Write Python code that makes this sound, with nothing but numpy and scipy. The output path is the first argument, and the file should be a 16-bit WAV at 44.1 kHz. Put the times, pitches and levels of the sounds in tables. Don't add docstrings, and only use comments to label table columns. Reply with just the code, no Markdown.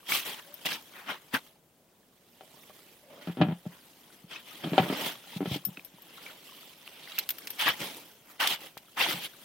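import sys
import numpy as np
from scipy import signal
from scipy.fft import rfft, irfft, next_fast_len
from scipy.io import wavfile
from scipy.ndimage import uniform_filter1d, map_coordinates

SR = 44100
rng = np.random.default_rng(int(sys.argv[2]) if len(sys.argv) > 2 else 0)


def master(y):
    cut = np.clip(np.atleast_2d(y).T, -1, 1)
    pcm = np.round(cut * 32767)
    wavfile.write(sys.argv[1], SR, pcm.astype(np.int16))


N = 416304


def undb(db):
    return 10 ** (np.asarray(db) / 20)


def unit(x):
    return x / np.sqrt(np.mean(x ** 2))


def noise(length):
    return rng.standard_normal((2, length))


def colour(x, points):
    size = 2 * next_fast_len(x.shape[-1] // 2 + 2048)
    hz, db = np.transpose(points)
    bins_hz = np.arange(size // 2 + 1) * SR / size
    curve_db = np.interp(np.log(bins_hz + 1), np.log(hz), db)
    cepstrum = irfft(np.log(undb(curve_db)))
    cepstrum[1:size // 2] *= 2
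    cepstrum[size // 2 + 1:] = 0
    response = np.exp(rfft(cepstrum))
    return irfft(rfft(x, size) * response)[..., :x.shape[-1]]


def band(x, lo_hz, hi_hz, order=4):
    edges_hz = [lo_hz, min(hi_hz, SR / 2 - 10)]
    return signal.sosfilt(signal.butter(order, edges_hz, "bandpass", fs=SR, output="sos"), x)


def lowpass(x, hz, order):
    return signal.sosfilt(signal.butter(order, hz, fs=SR, output="sos"), x)


def spread(pair):
    # f/Hz, side minus mid level/dB
    side_width = [(60, -4), (200, -16.5), (700, -13), (1300, -3.5), (3000, -4), (8000, -2.5), (15000, -4.5)]
    side = colour(pair[1], side_width)
    return np.array([pair[0] + side, pair[0] - side])


def walk(rate):
    k = int(SR / rate)
    steps = np.repeat(rng.standard_normal(N // k + 1), k)
    return uniform_filter1d(steps, k)[:N]


def fade(t, t60):
    return np.exp(-np.log(1000) * t / t60)


def add(out, s, sound):
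    i = int(s * SR)
    out[:, i:i + sound.shape[-1]] += sound[..., :N - i]


def air(level_db=-61, drift_db=0.53):
    # f/Hz, relative level/dB per Hz
    hush_tone = [(25, 6), (50, -6.5), (90, -11), (165, -4), (340, -8), (600, -10), (1160, -20),
                 (3000, -29.5), (6700, -27.5), (14800, -27.5), (16000, -23)]
    hush = unit(colour(spread(noise(N)), hush_tone))
    return hush * undb(level_db + drift_db * walk(1.2))


def squeaks(width_hz=110):
    # t/s, length/s, f/Hz, glide/(octaves per s), level/dB before the swell, roughness 0-1
    rubs = [(.445, .125, 545, 1.3, -55, .03), (3.0, .28, 585, 0, -54, .85)]
    out = np.zeros((2, N))
    for s, length, hz, glide, db, rough in rubs:
        t = np.arange(int(length * SR)) / SR
        judder = unit(lowpass(noise(N), width_hz / 2, order=2))[:, :len(t)]
        size = np.sqrt(1 - rough) + np.sqrt(rough / 2) * (judder[0] + 1j * judder[1])
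        turns = np.cumsum(hz * 2 ** (glide * t)) / SR
        tone = np.imag(size * np.exp(2j * np.pi * turns))
        swell = np.sin(np.pi * t / length)
        add(out, s, undb(db) * swell * tone)
    return out


def keys(reach_hz=1100, far_db=-14, ring_db=-4, click_db=-7, click_t60=0.042):
    # t/s, ring level/dB (ring_db is added), most excited f/Hz, share of the free ring time,
    # click level/dB (click_db is added), ring's left minus right level/dB
    touches = [(.541, -33, 12900, 0.64, -52, 7), (5.651, -21, 13600, 1, -32, 9),
               (5.848, -35, 12400, 1, -44, 7.5), (6.020, -42, 13500, 0.73, -63, 3),
               (7.187, -17, 14700, 0.44, -17.5, -6), (7.29, -19, 13400, 0.6, -21.5, -3),
               (7.305, -22, 14100, 0.53, -22.5, -3), (7.384, -33, 12500, 0.76, -33, 0),
               (7.472, -46, 12400, .46, -23, 0), (7.504, -25.5, 12700, .8, -30.5, 3),
               (7.685, -19.5, 12500, 0.79, -40, 2), (8.473, -23, 13300, .15, -11.5, 5),
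               (8.775, -62, 13000, .3, -29.5, -5)]
    # f/Hz, relative level/dB, free t60/s
    key_modes = [(5346, 0, .07), (8920, -4, .1), (9900, -7, .1), (12315, -6, .07), (12385, -6, .07),
                 (13080, -4, .045), (13780, -14, .12), (14105, 1, .085), (14652, -7, .07), (14820, 0, .08)]
    # f/Hz, relative level/dB per Hz
    click_tone = [(500, -29), (1700, -2), (3200, 1), (5500, -6.5), (7500, -10.5), (10500, -9.5),
                  (15000, -9)]
    out, t = np.zeros((2, N)), np.arange(SR // 5) / SR
    for s, db, main_hz, free, tick_db, pan_db in touches:
        ring = 0
        for hz, mode_db, t60 in key_modes:
            nearness = np.exp(-((hz - main_hz) / reach_hz) ** 2)
            size = undb(mode_db) * (undb(far_db) + nearness)
            phase = 2 * np.pi * rng.random() + 2.5 * rng.standard_normal((2, 1))
            ring = ring + size * np.sin(2 * np.pi * hz * t + phase) * fade(t, t60 * free)
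        click = unit(colour(spread(noise(len(t))), click_tone)) * fade(t, click_t60)
        pan = np.array([[pan_db], [-pan_db]]) / 2
        add(out, s, undb(db + ring_db + pan) * ring + undb(tick_db + click_db) * click)
    return out


def folds(pop_db=-3, crackle_db=-11):
    # t/s, level/dB (pop_db or crackle_db is added), f/Hz, t60/s
    snaps = [(.121, -13, 2280, 0.024), (0.652, -20, 2600, 0.011), (1.083, -34, 1190, .015),
             (1.339, -23, 260, .08), (1.349, -10.5, 1645, .017), (1.366, -18, 1530, 0.019),
             (4.36, -30.5, 2570, 0.045), (5.772, -29, 2590, 0.024), (5.795, -29.5, 2460, 0.01),
             (6.174, -36.5, 3700, 0.019), (6.179, -43.5, 1350, .1), (6.264, -35.5, 2320, 0.087),
             (6.877, -24, 2820, 0.0043), (7.075, -31.5, 2000, 0.013), (7.12, -32, 3850, .018),
             (7.182, -23, 2690, 0.036), (7.194, -21, 4140, 0.02), (7.238, -32.5, 3950, .01),
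             (7.667, -18, 1920, .04), (7.68, -14, 1670, 0.047), (7.689, -18.5, 2260, .036),
             (8.474, -14, 3550, 0.019), (8.771, -25, 820, 0.0043), (9.01, -15, 2720, 0.039),
             (9.111, -21, 3100, 0.017)]
    out, t = np.zeros((2, N)), np.arange(SR // 10) / SR
    for s, db, hz, t60 in snaps:
        pop = np.sin(2 * np.pi * hz * t)
        crackle = unit(band(spread(noise(len(t))), hz / 2, hz * 1.14, order=2))
        add(out, s, undb(db) * fade(t, t60) * (undb(pop_db) * pop + undb(crackle_db) * crackle))
    return out


def creases(x, shift_db=3.0, size=512, count=64):
    hz, _, frames = signal.stft(x, SR, nperseg=size)
    steps = frames.shape[-1]
    wander = unit(uniform_filter1d(rng.standard_normal((count, steps)), size=3, axis=1))
    place = 7 * np.log2(1 + hz / 300)
    grid = np.meshgrid(place, np.arange(steps), indexing="ij")
    gain = undb(shift_db * map_coordinates(wander, grid, order=1))
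    return signal.istft(frames * gain, SR, nperseg=size)[1][:, :N]


def sleeve(t, power, slips_per_s=4000, jerk_db=1.08, rub_hz=560, rasp_hz=2000, hiss_hz=6200):
    # f/Hz, relative level/dB per Hz
    cloth_tone = [(70, -24), (130, -14), (300, -9), (480, -13), (900, -0.5), (1150, -0.5), (1700, -1.5),
                  (2400, 2.5), (3200, 9.5), (4400, -1.5), (7000, -15.5), (10000, -12.5), (14600, -10),
                  (16000, -13.5)]
    # t/s, left minus right level/dB
    sleeve_side = [(0, -0.7), (1.35, -0.5), (2.2, -4.5), (3.6, -2.5), (4.35, 1), (4.9, -2.5), (5.5, 0.5),
                   (6.5, -2.5), (7.4, -2), (7.65, -1.5), (8.4, -2), (9.4, -0.5)]
    slips = rng.random(N) < slips_per_s / SR
    friction = unit(slips * noise(N)) + noise(N)
    cloth = creases(colour(spread(friction), cloth_tone))
    parts = [(120, rub_hz, 0), (rub_hz, rasp_hz, 0), (rasp_hz, hiss_hz, -2.0), (hiss_hz, 18000, 5.5)]
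    now = np.arange(N) / SR
    sound = 0
    for (lo_hz, hi_hz, trim_db), p in zip(parts, power):
        sound = sound + unit(band(cloth, lo_hz, hi_hz)) * undb(trim_db) * np.interp(now, t, np.sqrt(p))
    pan = np.interp(now, *np.transpose(sleeve_side))
    return sound * undb(jerk_db * walk(160) + np.array([pan, -pan]) / 2)


def crinkles(t, power, per_s, size_db, scatter_db, centre_hz=2000, range_octaves=1.394, cycles=40):
    out, age = np.zeros((2, N)), np.arange(SR // 20) / SR
    motion = np.sqrt(power[1] + power[2])
    for place, pitch, size, side in rng.random((int(per_s * N / SR), 4)):
        s = place * N / SR
        hz = centre_hz * 2 ** (range_octaves * (2 * pitch - 1))
        pop_db = size_db + scatter_db * min(-np.log(1 - size), np.e)
        gain = np.interp(s, t, motion) * undb(pop_db)
        pan = np.sqrt([[side], [1 - side]])
        add(out, s, gain * pan * np.sin(2 * np.pi * hz * age) * fade(age, cycles / hz))
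    return out


def cloth_powers(db, dull_db, hiss_db, flap_db):
    rasp = 1 / (1 + undb(dull_db) ** 2)
    shares = [undb(flap_db) ** 2, 1 - rasp, rasp, undb(hiss_db) ** 2]
    return np.outer(shares, undb(db) ** 2)


def swishes(t, drop_db=28.5, sag_db_per_s=13.5):
    # t/s at full speed, attack/s,
    # hold/s, release/s, level/dB, dull rub over bright rasp/dB, hiss of the weave/dB, flap of the cloth/dB
    strokes = [(0.106, 0.045, 0.052, .14, -27, -10.5, -9.5, -18.5),
               (0.267, 0.053, 0.035, 0.16, -37.5, -7.5, -8.5, -12),
               (0.393, 0.052, .005, 0.019, -42.5, 0, -11.5, -29),
               (0.658, 0.012, .006, 0.033, -25, -12.5, -14.5, -15),
               (0.688, .025, 0.051, 0.081, -33.5, -10.5, -13, -13.5),
               (0.956, 0.061, 0.017, 0.25, -47.5, 4, -15.5, -13.5),
               (1.093, 0.052, 0.02, 0.087, -34.5, 1.5, -22, -11),
               (1.343, .024, 0.018, 0.041, -29, 2, -14.5, -12.5),
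               (3.128, .12, 0.067, .15, -57, -2.5, -15, 1), (3.222, .05, 0.1, 0.095, -53, -2, -14, -7),
               (3.726, .07, 0.027, 0.09, -56.5, 4, -10, -5),
               (4.317, 0.043, 0.037, 0.14, -42.5, -9, -18.5, -12.5),
               (4.477, .08, 0.18, 0.2, -50, -9.5, -11, -11.5),
               (4.639, 0.016, .006, 0.049, -38, -4.5, -28, 1), (4.79, 0.24, 0.27, 0.16, -41, 5, -17, 2),
               (5.071, 0.6, 0.0077, 0.14, -33.5, -8, -11.5, -13),
               (5.371, 0.3, .008, 0.025, -43.5, -12, -12.5, -11.5),
               (5.548, .16, .005, 0.055, -34, -15, -14, -10),
               (6.27, 0.53, 0.015, 0.3, -49, -6.5, -13, -8.5),
               (6.463, 0.15, 0.27, 0.082, -52.5, -17, -11, -15),
               (7.15, 0.67, 0.083, .03, -45, -10.5, -17, -44), (7.6, 0.027, 0.014, 0.19, -27, -7, -15, -36),
               (7.672, 0.067, 0.022, 0.064, -24.5, -4, -22.5, -14),
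               (7.806, 0.037, 0.037, 0.18, -36, -10.5, -12, -7), (8.293, .08, .02, 0.16, -56, 5, -7, -22),
               (8.402, 0.011, 0.032, 0.15, -26, -3.5, -17, -23),
               (8.502, 0.09, 0.035, 0.047, -29, -10.5, -14, -17),
               (8.612, .08, 0.06, 0.075, -48, -8, -9.5, -9.5),
               (8.973, .012, 0.027, .04, -33.5, 3.5, -14, -20.5),
               (9.001, 0.032, 0.016, 0.2, -23.5, -8.5, -20, -22),
               (9.1, 0.13, 0.0073, 0.17, -30.5, -9, -11, -10),
               (9.245, 0.1, 0.0065, 0.048, -33, -15.5, -14, -20)]
    power = 0
    for s, attack, hold, release, db, *tone in strokes:
        away = np.maximum(s - t, 0) / attack + np.maximum(t - s - hold, 0) / release
        sag_db = sag_db_per_s * np.clip(t - s, 0, hold)
        power = power + cloth_powers(db - drop_db * away - sag_db, *tone)
    return power


def jacket():
    # t/s, level/dB
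    rustle_level = [(0, -62.5), (.6, -56), (1.25, -62.5), (1.45, -60), (1.6, -76.5), (2.15, -72.5),
                    (2.55, -60), (2.92, -60.5), (3.03, -65.5), (4.15, -60.5), (4.25, -66.5), (5.3, -60.5),
                    (5.8, -60), (5.92, -65.5), (6.2, -59), (6.78, -62), (6.9, -58.5), (7.95, -50),
                    (8.2, -65), (8.93, -63), (9.43, -56.5)]
    # dull rub over bright rasp/dB, hiss/dB, flap/dB
    rustle_tone = (-6, -5.5, -6)
    t = np.arange(0, N, 44) / SR
    swish = swishes(t)
    rustle = cloth_powers(np.interp(t, *np.transpose(rustle_level)), *rustle_tone)
    swish_pops = crinkles(t, swish, per_s=90, size_db=-4.0, scatter_db=4.5)
    rustle_pops = crinkles(t, rustle, per_s=30, size_db=2.5, scatter_db=5)
    return sleeve(t, swish + rustle) + swish_pops + rustle_pops


def contacts(panel_hz, step_db=1.5, jitter=0.036, rebound_hard_hz=550, settle=0.3):
    # t/s, level/dB before filtering,
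    # contact hardness f/Hz, most excited f/Hz, rebounds (rounded; none below 1/2), gap between them/s,
    # first rebound relative to the blow/dB
    blows = [(2.409, -36.5, 1780, 820, 2, 0.012, -7), (2.571, -49.5, 900, 766, 1, 0, -1),
             (2.697, -42.5, 1100, 603, 0, 0, 0), (3.273, -27, 1500, 243, 2.5, .0112, 0),
             (3.371, -28, 1210, 323, 4, 0.0077, -0.5), (3.405, -15.5, 302, 190, -0.5, 0, 7),
             (3.414, -12.5, 1610, 750, 0.5, 0, 0), (3.418, -12, 890, 188, 0, 0, -5.5),
             (3.422, -11.5, 700, 307, 2, .013, -11.5), (3.467, -24, 450, 201, 0, 0, 0),
             (3.485, -21.5, 600, 200, 3, .0125, -6.5), (3.655, -36, 700, 590, -1, 0, 6.5),
             (3.663, -27.5, 387, 191, -1, 0, 14), (4.24, -42.5, 346, 186, 0.5, 0, 0),
             (4.646, -28, 550, 292, 2, 0.012, 4), (4.719, -26.5, 300, 232, 1, 0.00058, 1),
             (4.733, -20.5, 2400, 330, 1, .018, -13), (4.780, -4, 1710, 774, 1.5, 0.0074, -14.5),
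             (4.797, -18, 1890, 165.5, 1.5, .018, -14), (4.9, -17.5, 750, 324, 0, 0, 0),
             (4.926, -19.5, 550, 345, 1, 0.0088, -8), (5.362, -27.5, 330, 194, -0.5, 0.0028, 1),
             (5.406, -16.5, 396, 380, 2, .0105, -7.5), (5.457, -23.5, 2200, 423, -0.5, 0, 0),
             (5.472, -27.5, 350, 184, 0.5, 0, 1), (5.513, -14.5, 200, 105, 0, 0, 11.5),
             (5.559, -23.5, 497, 305, -1, 0, 0), (5.669, -36.5, 250, 189, 1, .016, 3.5),
             (5.776, -39, 450, 290, 0, 0, 0), (5.939, -46, 350, 233, 0, 0, 0),
             (7.809, -38.5, 450, 192, 0, 0, -8), (9.14, -31.5, 300, 149, 2.5, 0.0029, -5)]
    for s, db, hard_hz, main_hz, rebounds, gap, first_db in blows:
        yield s, db, hard_hz, main_hz
        rebound_hz = main_hz * (panel_hz / main_hz) ** settle
        for k in range(round(rebounds)):
            late = gap * (k + 1 + jitter * rng.standard_normal())
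            yield s + late, db + first_db + k * step_db, min(hard_hz, rebound_hard_hz), rebound_hz


def door(reach_octaves=0.39, far_db=-11, ring_db=-4, rattle_db=-11, rattle_t60=0.058, cavity_db=-28,
         cavity_t60=0.25, lowest_hz=128, panel_hz=195, spot_slope=0.58, grip_until_s=4.5, grip_ring=0.85):
    # f/Hz, relative level/dB, free t60/s
    door_modes = [(100, -27, .15), (140.2, -3, 0.15), (176, -2.5, .175), (199.6, 2.5, 0.076),
                  (290.6, 2, 0.049), (397, 0, 0.032), (512, -12, 0.073), (608, -2.5, 0.074),
                  (710, -23, 0.12), (762, -5, 0.087), (802, -8, 0.018), (1117, -12, 0.074),
                  (1315, -1, 0.05), (1375, -17, 0.11), (1690, -8, 0.12), (2440, -5.5, .08), (3094, -3, 0.1),
                  (3533, -10.5, 0.067)]
    # f/Hz, relative level/dB per Hz
    rattle_tone = [(100, -24.5), (200, -4.5), (500, 3.5), (850, 8), (1100, -1), (2300, 2.5), (3200, 8.5),
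                   (4500, -1.5), (7000, -18), (15000, -25.5)]
    out, t = np.zeros((2, N)), np.arange(SR // 4) / SR
    hz, mode_db, t60 = np.transpose(door_modes)
    waves = np.sin(2 * np.pi * hz[:, None] * t)
    free = waves * fade(t, t60[:, None])
    gripped = waves * fade(t, grip_ring * t60[:, None])
    shake = undb(rattle_db) * fade(t, rattle_t60) + undb(cavity_db) * fade(t, cavity_t60)
    loose = unit(colour(spread(noise(N)), rattle_tone))
    for s, db, hard_hz, main_hz in contacts(panel_hz):
        nearness = np.exp(-(np.log2(hz / main_hz) / reach_octaves) ** 2)
        sizes = undb(ring_db + mode_db) * (undb(far_db) + nearness)
        ring = sizes @ (gripped if s < grip_until_s else free)
        rattle = loose[:, int(s * SR):][:, :len(t)] * shake
        soft = lowpass(ring + rattle, hard_hz, order=1)
        low_hz = min(lowest_hz * (main_hz / panel_hz) ** spot_slope, 0.78 * main_hz)
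        add(out, s, undb(db) * band(soft, low_hz, min(7 * hard_hz, 15000)))
    return out


def scene():
    return air() + squeaks() + keys() + folds() + jacket() + door()


def record(dry, low_cut_hz=85, top_hz=16000):
    # f/Hz, left minus right level/dB
    port_balance = [(200, 1), (600, 0.5), (1200, 5), (2300, 1.5), (4400, -1.3), (8000, 2.5), (15000, 1.5)]
    left = colour(dry[0], [(hz, db / 2) for hz, db in port_balance])
    right = colour(dry[1], [(hz, -db / 2) for hz, db in port_balance])
    low_cut = signal.butter(2, low_cut_hz, "highpass", fs=SR, output="sos")
    thin = signal.sosfilt(low_cut, np.array([left, right]))
    return signal.sosfilt(signal.ellip(10, .2, 70, top_hz, fs=SR, output="sos"), thin)


dry = scene()
out = record(dry)
master(out)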